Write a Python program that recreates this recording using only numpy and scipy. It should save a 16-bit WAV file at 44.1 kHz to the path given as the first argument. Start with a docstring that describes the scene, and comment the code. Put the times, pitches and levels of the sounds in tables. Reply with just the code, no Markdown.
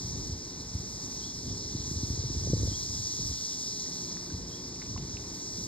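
"""Cicadas drone in the trees to one side of a summer pond, swelling and easing, as gusts buffet the microphone.
The insects are noise gated by uneven click trains; two ports hear them out of step, so the drone is very wide.
Wind is shaped noise with shed eddies and hard buffets; a small bird chips three times in short pitch sweeps.
A dabbling duck makes wet ticks, as snaps, ringing bubbles and drops; a far motor hums in wavering sines
within a rumble of filtered noise."""
import sys
import numpy as np
from scipy import signal
from scipy.fft import rfft, irfft
from scipy.io import wavfile
from scipy.ndimage import uniform_filter1d

SR = 44100
rng = np.random.default_rng(int(sys.argv[2]) if len(sys.argv) > 2 else 0)


def dump(signal):
    """Clip the signal to [-1, 1] and save it as 16-bit WAV at the path in sys.argv[1]."""
    limited = np.clip(np.atleast_2d(signal).T, -1, 1)
    pcm = np.round(limited * 32767).astype(np.int16)
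    wavfile.write(sys.argv[1], SR, pcm)


N = 250047
TIME = np.arange(N) / SR
FREQS = np.fft.rfftfreq(N, 1 / SR)

# the duck's bill in the water, levels before the duck's overall gain:
# (time [s], bubble level [dB], ring pitch [Hz], ring time to -60 dB [s], snap peak [dB])
DABBLES = [(1.127, -54, 2220, 0.0083, -61.5), (3.861, -49, 1870, 0.014, -58),
           (4.169, -45.5, 1660, 0.0039, -50), (4.302, -50, 1540, 0.033, -59), (4.761, -50, 2460, .005, -63),
           (4.8178, -40, 2000, 0.009, -50), (4.8235, -44, 2100, .005, -44.5),
           (4.861, -48, 2300, .0065, -58), (4.962, -35.5, 1020, 0.022, -59), (4.978, -41, 780, .011, -43),
           (4.9785, -44, 2680, .0077, -64), (5.17, -34.5, 2600, 0.006, -60)]


def chorus():
    """Amplitude modulation in two bands: the song swells, and turns shriller as its top gains on the drone."""
    # swell of the chorus: (time [s], level of the main drone [dB], level of the shrill top [dB])
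    swell = [(0.0, -47.5, -54), (0.33, -48, -54.5), (0.34, -49.5, -59), (0.59, -50.5, -57),
             (1.17, -47.5, -52), (1.39, -47.5, -55), (1.81, -45, -54), (1.9, -46.5, -51),
             (2.26, -45.5, -54.5), (2.81, -45, -50), (3.13, -42.5, -49), (4.01, -45, -52),
             (4.37, -49.5, -58), (5.1, -49.5, -57.5), (5.3, -49, -54), (5.6, -47, -52.5)]
    drone_db, shrill_db = curves(swell)
    # one group sings from the side, two more supply the scattered sound at the ports
    groups = [cicadas(click_hz=228.8, jitter=.08, flutter_db=1.5, blur=.35, count=4) for _ in range(3)]
    song = shimmer(from_trees(*groups), count=6)
    high_pass = signal.butter(4, 6300, "highpass", fs=SR, output="sos")
    shrill = signal.sosfiltfilt(high_pass, song)
    drone = song - shrill
    # each part has unit level in the mean of the two ports
    drone, shrill = (part / part.mean(axis=0).std() for part in (drone, shrill))
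    return drone * undb(drone_db) + shrill * undb(shrill_db)


def cicadas(click_hz, jitter, flutter_db, blur, count):
    """Source and resonator: tymbals buckle in fast uneven trains of short bursts, coloured by the body."""
    # resonance of the insects' bodies: (frequency [Hz], level [dB])
    body = [(2700, -35), (3200, -22.0), (4050, -9.0), (4550, -7.4), (5450, 0.0), (5950, -0.3), (6550, -3.6),
            (7550, -15.7), (8400, -19.0), (9600, -29.6), (11500, -27.5), (12800, -33.0), (14000, -38.9)]
    power = np.zeros(N)
    for _ in range(count):
        rate = click_hz * rng.uniform(0.54, 1.4) * (1 + jitter * walk(40))
        phase = np.cumsum(rate) / SR % 1
        burst = np.exp(-phase / 1.06)
        power += (burst * undb(flutter_db * walk(70))) ** 2
    # foliage smears part of the song into an even hiss
    envelope = np.sqrt(power + blur * power.mean())
    return colour(envelope * rng.standard_normal(N), body)


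def shimmer(song, count):
    """Independent modulation by band: insects of different pitch swell and ease on their own."""
    depth_db, changes_per_s = 1.0, 30
    whole = rfft(song)
    centres = np.geomspace(3500, 9000, count)
    total = 0
    # overlapping triangular bands that add up to the whole song
    for peak in np.eye(count):
        band = irfft(whole * np.interp(FREQS, centres, peak), N)
        total = total + band * undb(depth_db * walk(changes_per_s))
    return total


def from_trees(direct, stray_left, stray_right):
    """Interaural phase and coherence: sound from one side leads at the left, scattered sound is unrelated."""
    # the two ports: (frequency [Hz], phase by which left leads [rad], power share of scattered sound [0-1])
    ports = [(1800, 0, .3), (2600, 2.4, .15), (3300, 1.2, .15), (4000, .9, .09), (4550, 1.45, .08),
             (5100, 1.45, .08), (5850, 3.1, .005), (6200, 3.25, .015), (7200, 5.1, .16), (7650, 6.2, .04),
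             (8750, 6.5, .1), (9650, 9.4, .02), (10850, 9.45, .02), (11800, 12.4, .04)]
    lead, share = spectra(ports)
    share = np.clip(share, 0, 1)
    straight = rfft(direct) * np.exp(.5j * np.array([lead, -lead]))
    stray = rfft(np.array([stray_left, stray_right]))
    return irfft(np.sqrt(1 - share) * straight + np.sqrt(share) * stray, N)


def wind():
    """Turbulent pressure on the ports: rumble, eddies and buffets, with a flutter that grows faster than the gust."""
    # fast flutter inside the eddies: (frequency [Hz], level [dB])
    flutter_spectrum = [(80, -4.5), (220, 6), (380, -6), (580, -12), (720, -17), (900, -22), (2000, -72)]
    # swirls that differ at the ports: (frequency [Hz], level [dB])
    apart_spectrum = [(20, -14), (60, -5.0), (130, -2.5), (300, -11.5), (550, -14.5), (1000, -48), (2000, -38.5)]
    gust_db = gusts()
    eddies = shedding(gust_db)
    rumble = turbulence() * undb(gust_db - 0.5)
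    force = np.sqrt(uniform_filter1d(eddies ** 2, size=600) + undb(gust_db - 3.5) ** 2)
    flutter_db = -6.5 + .5 * (gust_db - gust_db.max()) + 2.2 * walk(70)
    flutter = colour(rng.standard_normal(N), flutter_spectrum) * force * undb(flutter_db)
    # this layer enters the ports with opposite sign
    apart = colour(rng.standard_normal(N), apart_spectrum) * undb(gust_db - 9.5)
    return widen(rumble + flutter + eddies + buffets(), apart)


def gusts():
    """Addition of powers: each gust swells and dies away over a light breeze; returns strength in dB."""
    # gusts: (time of the height [s], strength [dB], rise [s], fall [s])
    swells = [(.17, -41.5, 0.12, 0.13), (.78, -47, 0.095, 0.22), (1.5, -38.5, 0.029, 0.043),
              (2.25, -41, 0.51, 0.32), (2.62, -36.5, 0.18, 0.13), (2.93, -42, 0.047, 0.091),
              (3.258, -39.5, 0.067, 0.087), (4.37, -45, 0.036, 0.11), (5.0, -43.5, 0.12, 0.092)]
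    breeze_db, lull_s, lull_width_s = -53, 3.9, 0.85
    # the breeze has one lull
    lull = np.exp(-((TIME - lull_s) / lull_width_s) ** 4)
    power = undb(breeze_db) ** 2 * (1 - lull)
    for s, db, rise, fall in swells:
        width = np.where(TIME < s, rise, fall)
        power = power + undb(db) ** 2 * np.exp(-((TIME - s) / width) ** 2)
    return 10 * np.log10(power + 1e-9)


def turbulence():
    """Broadband turbulence: low swirling pressure, compressed toward an even strength."""
    # spectrum of the swirl: (frequency [Hz], level [dB])
    wind_spectrum = [(15, -37), (30, -30), (48, 6), (78, 5), (125, 3), (200, -9), (320, -16.5), (500, -39),
                     (900, -45), (2000, -92)]
    swirl = colour(rng.standard_normal(N), wind_spectrum)
    return unit(swirl / np.sqrt(uniform_filter1d(swirl ** 2, size=1500) + 0.046))


def shedding(gust_db):
    """Vortex shedding: eddies come in a loose train, following the strength of the wind that sheds them."""
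    shed_per_s, jitter_periods, spread_db = 14, 0.31, 4
    # typical pitch at the greatest wind strength, and its rise with strength
    eddy_hz, octaves_per_db = 103, 0.02
    # typical peak over the wind's strength, and Gaussian half-length
    over_gust_db, half_cycles = 2.3, 0.55
    air = np.zeros(N)
    for k, (late, strength, size) in enumerate(rng.standard_normal(size=(150, 3))):
        s = (k + 1 + jitter_periods * late) / shed_per_s
        if 0 < s < TIME[-1]:
            db = np.interp(s, TIME, gust_db)
            octaves = octaves_per_db * (db - gust_db.max()) + 0.2 * size
            swirl = eddy(eddy_hz * 2 ** octaves, half_cycles)
            add(air, max(s - .05, 0), undb(db + over_gust_db + spread_db * strength) * swirl)
    return air


def eddy(hz, half_cycles):
    """Scaling of vortices: a swirl of fixed cycle count, centred in a tenth of a second, is shorter when higher."""
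    cycles = hz * (TIME[:SR // 10] - .05)
    return np.exp(-.5 * (cycles / half_cycles) ** 2) * np.cos(2 * np.pi * (cycles + rng.random()))


def buffets():
    """Pressure pulse and vortex: a hard puff slaps the ports, then rolls past as a deep swirl."""
    # hard buffets: (slap time [s], slap peak [dB], slap top [Hz], lag of the swirl's centre [s],
    # swirl envelope peak [dB], swirl pitch [Hz])
    puffs = [(.043, -43, 280, .006, -31.5, 86), (.172, -34, 300, 0.0089, -30, 90),
             (.238, -38, 300, 0.0062, -37, 100), (.292, -30, 290, .005, -34, 140),
             (.32, -45, 258, 0.0073, -28, 85), (.598, -34.5, 280, .007, -38, 85),
             (.747, -29, 280, 0.0061, -27, 88), (0.793, -36, 260, 0.007, -36, 110),
             (1.46, -36, 280, 0.0054, -40, 109), (1.747, -25, 340, .008, -26.5, 106),
             (1.797, -41, 450, 0.0026, -31.5, 90), (1.876, -38, 400, 0.0036, -33, 100),
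             (1.91, -28, 366, .007, -33, 140), (1.956, -29, 300, .016, -26, 91),
             (1.981, -30.5, 320, 0.014, -34, 110), (2.029, -23.5, 328, 0.01, -28, 105),
             (2.099, -27, 290, 0.0087, -28.5, 85), (2.174, -29.5, 447, 0.02, -26, 89),
             (2.236, -29, 475, .018, -24, 107), (2.299, -26, 367, 0.011, -29, 90),
             (2.348, -33, 480, .024, -22.5, 77), (2.408, -36, 420, .012, -29, 90),
             (2.443, -33, 420, .014, -28.5, 85), (2.471, -26.5, 596, .012, -25.5, 99),
             (2.498, -23.5, 350, 0.0065, -30, 129), (2.532, -16.5, 550, 0.0036, -20.5, 153),
             (2.538, -27, 482, 0.0049, -24.5, 113), (2.566, -30, 496, 0.0116, -26, 124),
             (2.597, -28.5, 342, 0.0045, -31, 95), (2.616, -33, 616, 0.0088, -30, 100),
             (2.63, -24.5, 520, 0.0066, -24.5, 74.5), (2.651, -27.5, 394, 0.0045, -35, 90),
             (2.674, -29, 636, .012, -24.5, 90.5), (2.714, -27, 330, 0.013, -28, 82),
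             (2.9, -42, 278, 0.0048, -31, 76), (2.996, -36, 300, .008, -35, 111),
             (3.19, -34, 453, 0.011, -30.5, 146), (3.247, -40, 300, 0.0066, -30, 89),
             (3.31, -37, 450, 0.0042, -33, 86), (4.338, -44, 260, 0.0058, -32, 99),
             (4.906, -40, 260, 0.0075, -34, 79.5), (4.954, -42, 260, 0.0051, -33, 90),
             (5.016, -34, 270, 0.0095, -29, 127), (5.136, -43, 260, 0.0064, -33, 95)]
    air = np.zeros(N)
    for s, slap_db, top_hz, lag, swirl_db, hz in puffs:
        add(air, s, undb(slap_db) * slap(top_hz))
        add(air, max(s + lag - .05, 0), undb(swirl_db) * eddy(hz, half_cycles=0.58))
    return air


def slap(top_hz):
    """Impulse response of a band: a sudden push of air is a dull thump, scaled to a peak of one."""
    width_octaves, soft_hz = 1.79, 297
    dull = signal.butter(9, top_hz, fs=SR, output="sos")
    body = signal.butter(3, top_hz / 2 ** width_octaves, "highpass", fs=SR, output="sos")
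    soften = signal.butter(1, soft_hz, fs=SR, output="sos")
    push = signal.sosfilt(np.vstack([dull, body]), signal.unit_impulse(SR // 10))
    push = signal.sosfilt(soften, push)
    return push / abs(push).max()


def bird():
    """Frequency modulation: one short chip, a flick down and a louder rise, repeats with a soft echo."""
    # chips: (time [s], level [dB], reach of the pitch sweep about its base [share])
    calls_table = [(1.195, -41.5, 1.05), (2.694, -41.5, .7), (4.489, -44.5, .85)]
    # course of one chip: (time from its start [s], pitch at full reach [Hz], level within the chip [dB])
    course = [(0, 4000, -17), (.008, 3700, -11), (.014, 3250, -10), (.022, 3120, -20), (.039, 3150, -15),
              (.046, 3230, -4), (.058, 3400, -2), (.064, 3520, -6), (.069, 3640, -26)]
    base_hz = 3170
    s, pitch, loud = np.transpose(course)
    t = TIME[:int(s[-1] * SR)]
    calls = np.zeros(N)
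    for start, db, reach in calls_table:
        hz = base_hz + reach * (np.interp(t, s, pitch) - base_hz)
        level = undb(db + np.interp(t, s, loud))
        chip = level * np.sin(2 * np.pi * np.cumsum(hz) / SR)
        add(calls, start, chip)
        # the far bank answers
        add(calls, start + .045, undb(-11) * chip)
    direct = calls + undb(-9) * scatter(calls, 0.46)
    return from_trees(direct, scatter(calls, 0.33), scatter(calls, 0.37))


def duck():
    """Impulse and bubble resonance: the bill snaps at the surface and bursts small bubbles, out in front."""
    snap_band_hz = (784, 2270)
    ticks = droplets(count=4)
    band_pass = signal.butter(4, snap_band_hz, "bandpass", fs=SR, output="sos")
    snap = signal.sosfilt(band_pass, signal.unit_impulse(SR // 100))
    snap = snap / abs(snap).max()
    for s, db, hz, t60, snap_db in DABBLES:
        add(ticks, s, undb(snap_db) * snap)
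        pop = ring(hz, t60)
        # a bubble that rings longer also takes longer to pinch off
        onset = 1 - np.exp(-TIME[:len(pop)] / (0.038 * t60))
        add(ticks, s, undb(db) * pop * onset)
    banks = undb(-17) * scatter(ticks, .2)
    side = undb(-6) * scatter(ticks, .006)
    return undb(5.0) * widen(ticks + banks, side)


def droplets(count):
    """Bubble resonance at random: each dabble throws a few drops that patter back on the water."""
    # typical delay and pitch, spread of pitch, typical level relative to the bubble, ring time
    delay_s, drop_hz, spread_octaves, under_db, t60_s = .035, 1600, 0.42, -20, 0.0083
    patter = np.zeros(N)
    for s, db, *_ in DABBLES:
        for late, pitch, size in rng.standard_normal(size=(count, 3)):
            drop = ring(drop_hz * 2 ** (spread_octaves * pitch), t60_s)
            add(patter, s + delay_s * abs(late), undb(db + under_db + 2 * size) * drop)
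    return patter


def ring(hz, t60):
    """Damped oscillation: a small bubble dies away, its pitch creeping up as it nears the surface."""
    rise = .12  # share of the pitch gained over one ring time
    t = TIME[:SR // 10]
    # half the rise here makes the full rise in instantaneous pitch
    cycles = hz * t * (1 + .5 * rise * t / t60)
    return np.sin(2 * np.pi * cycles) * np.exp(-np.log(1000) * t / t60)


def distance():
    """Harmonic hum in broadband noise: a far motor wavers inside the general rumble of the surroundings."""
    # spectrum of the rumble: (frequency [Hz], level [dB])
    far_spectrum = [(22, -38), (45, 3), (90, 4), (170, 4), (260, 3.5), (370, -1), (480, -10.5),
                    (680, -15.5), (980, -14.5), (1350, -23), (2100, -23.5), (2900, -33), (6000, -62),
                    (15000, -102)]
    # course of the bass, before its random waver: (time [s], level [dB])
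    far_level = [(0, -47), (.6, -47), (1.2, -46.5), (1.5, -45), (1.8, -47.5), (2.6, -48), (2.85, -52.5),
                 (3.6, -50), (4.15, -45.5), (4.8, -45.5), (5.67, -45.5)]
    # motor tones where that course is loudest, before their waver: (frequency [Hz], rms level [dB])
    motor_tones = [(118.4, -57), (176, -52.5), (252, -57.5), (294, -60.5), (353, -59), (410, -60.5),
                   (469, -64.5), (528, -71)]
    # side relative to middle: (frequency [Hz], level [dB])
    side_spectrum = [(150, -20.5), (360, -11), (650, -2.5), (1200, -13.5), (2500, 2.5)]
    far_db, = curves(far_level)
    mid, side = (colour(rng.standard_normal(N), far_spectrum) for _ in range(2))
    side = irfft(rfft(side) * undb(spectra(side_spectrum)[0]), N)
    around = widen(mid, side)
    # the bass comes and goes while the faint hiss above it stays nearly steady
    bass = signal.sosfiltfilt(signal.butter(2, 550, fs=SR, output="sos"), around)
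    hiss = (around - bass) * undb(-43.0 + .7 * walk(8))
    rumble = bass * undb(far_db + 1.23 * walk(11)) + hiss
    # all tones share one wandering speed
    turns = np.cumsum(1 + 0.00587 * walk(6)) / SR
    hum = np.zeros(N)
    for hz, db in motor_tones:
        tone = np.sin(2 * np.pi * (hz * turns + rng.random()))
        hum += np.sqrt(2) * undb(db + 2.76 * walk(4)) * tone
    return rumble + hum * undb(far_db - far_db.max())


def scatter(x, t60):
    """Diffuse reverberation: many faint reflections from leaves and banks, by a noise tail of unit energy."""
    t = TIME[:SR // 2]
    tail = rng.standard_normal(len(t)) * np.exp(-np.log(1000) * t / t60)
    return signal.fftconvolve(x, tail / np.linalg.norm(tail))[:N]


def widen(mid, side):
    """Sum and difference: left and right from middle and side."""
    return np.array([mid + side, mid - side])


def colour(x, spectrum):
    """Linear filtering: give a sound the shape of a (frequency [Hz], level [dB]) table, at unit rms."""
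    return unit(irfft(rfft(x) * undb(spectra(spectrum)[0]), N))


def walk(rate):
    """Low-passed chance: random steps, rate per second, smoothed to a drift of unit rms."""
    k = int(SR / rate)
    steps = np.repeat(rng.standard_normal(N // k + 1), k)
    smooth = uniform_filter1d(uniform_filter1d(steps, k), k)
    return unit(smooth[:N])


def curves(table):
    """Linear interpolation: each column of a timed table, joined by straight lines."""
    s, *columns = np.transpose(table)
    return [np.interp(TIME, s, c) for c in columns]


def spectra(table):
    """Logarithmic interpolation: each column of a frequency table, joined on a log axis."""
    hz, *columns = np.transpose(table)
    return [np.interp(np.log(FREQS + 1), np.log(hz), c) for c in columns]


def add(out, s, sound):
    """Superposition: mix a short sound in at time s."""
    i = int(s * SR)
    out[i:i + len(sound)] += sound[:N - i]


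def undb(db):
    """Logarithmic level: decibels to amplitude gain."""
    return 10 ** (np.asarray(db) / 20)


def unit(x):
    """Mean power: scale to an rms of one."""
    return x / np.sqrt(np.mean(x ** 2))


def scene():
    """Superposition: everything heard from the bank."""
    return chorus() + wind() + bird() + duck() + distance()


def record(dry):
    """Band limiting: a high-pass drops the deepest rumble and a steep elliptic low-pass cuts the top."""
    low_hz, top_hz = 35, 13800
    lean = signal.sosfilt(signal.butter(5, low_hz, "highpass", fs=SR, output="sos"), dry)
    return signal.sosfilt(signal.ellip(8, .2, 70, top_hz, fs=SR, output="sos"), lean)


dry = scene()
out = record(dry)
dump(out)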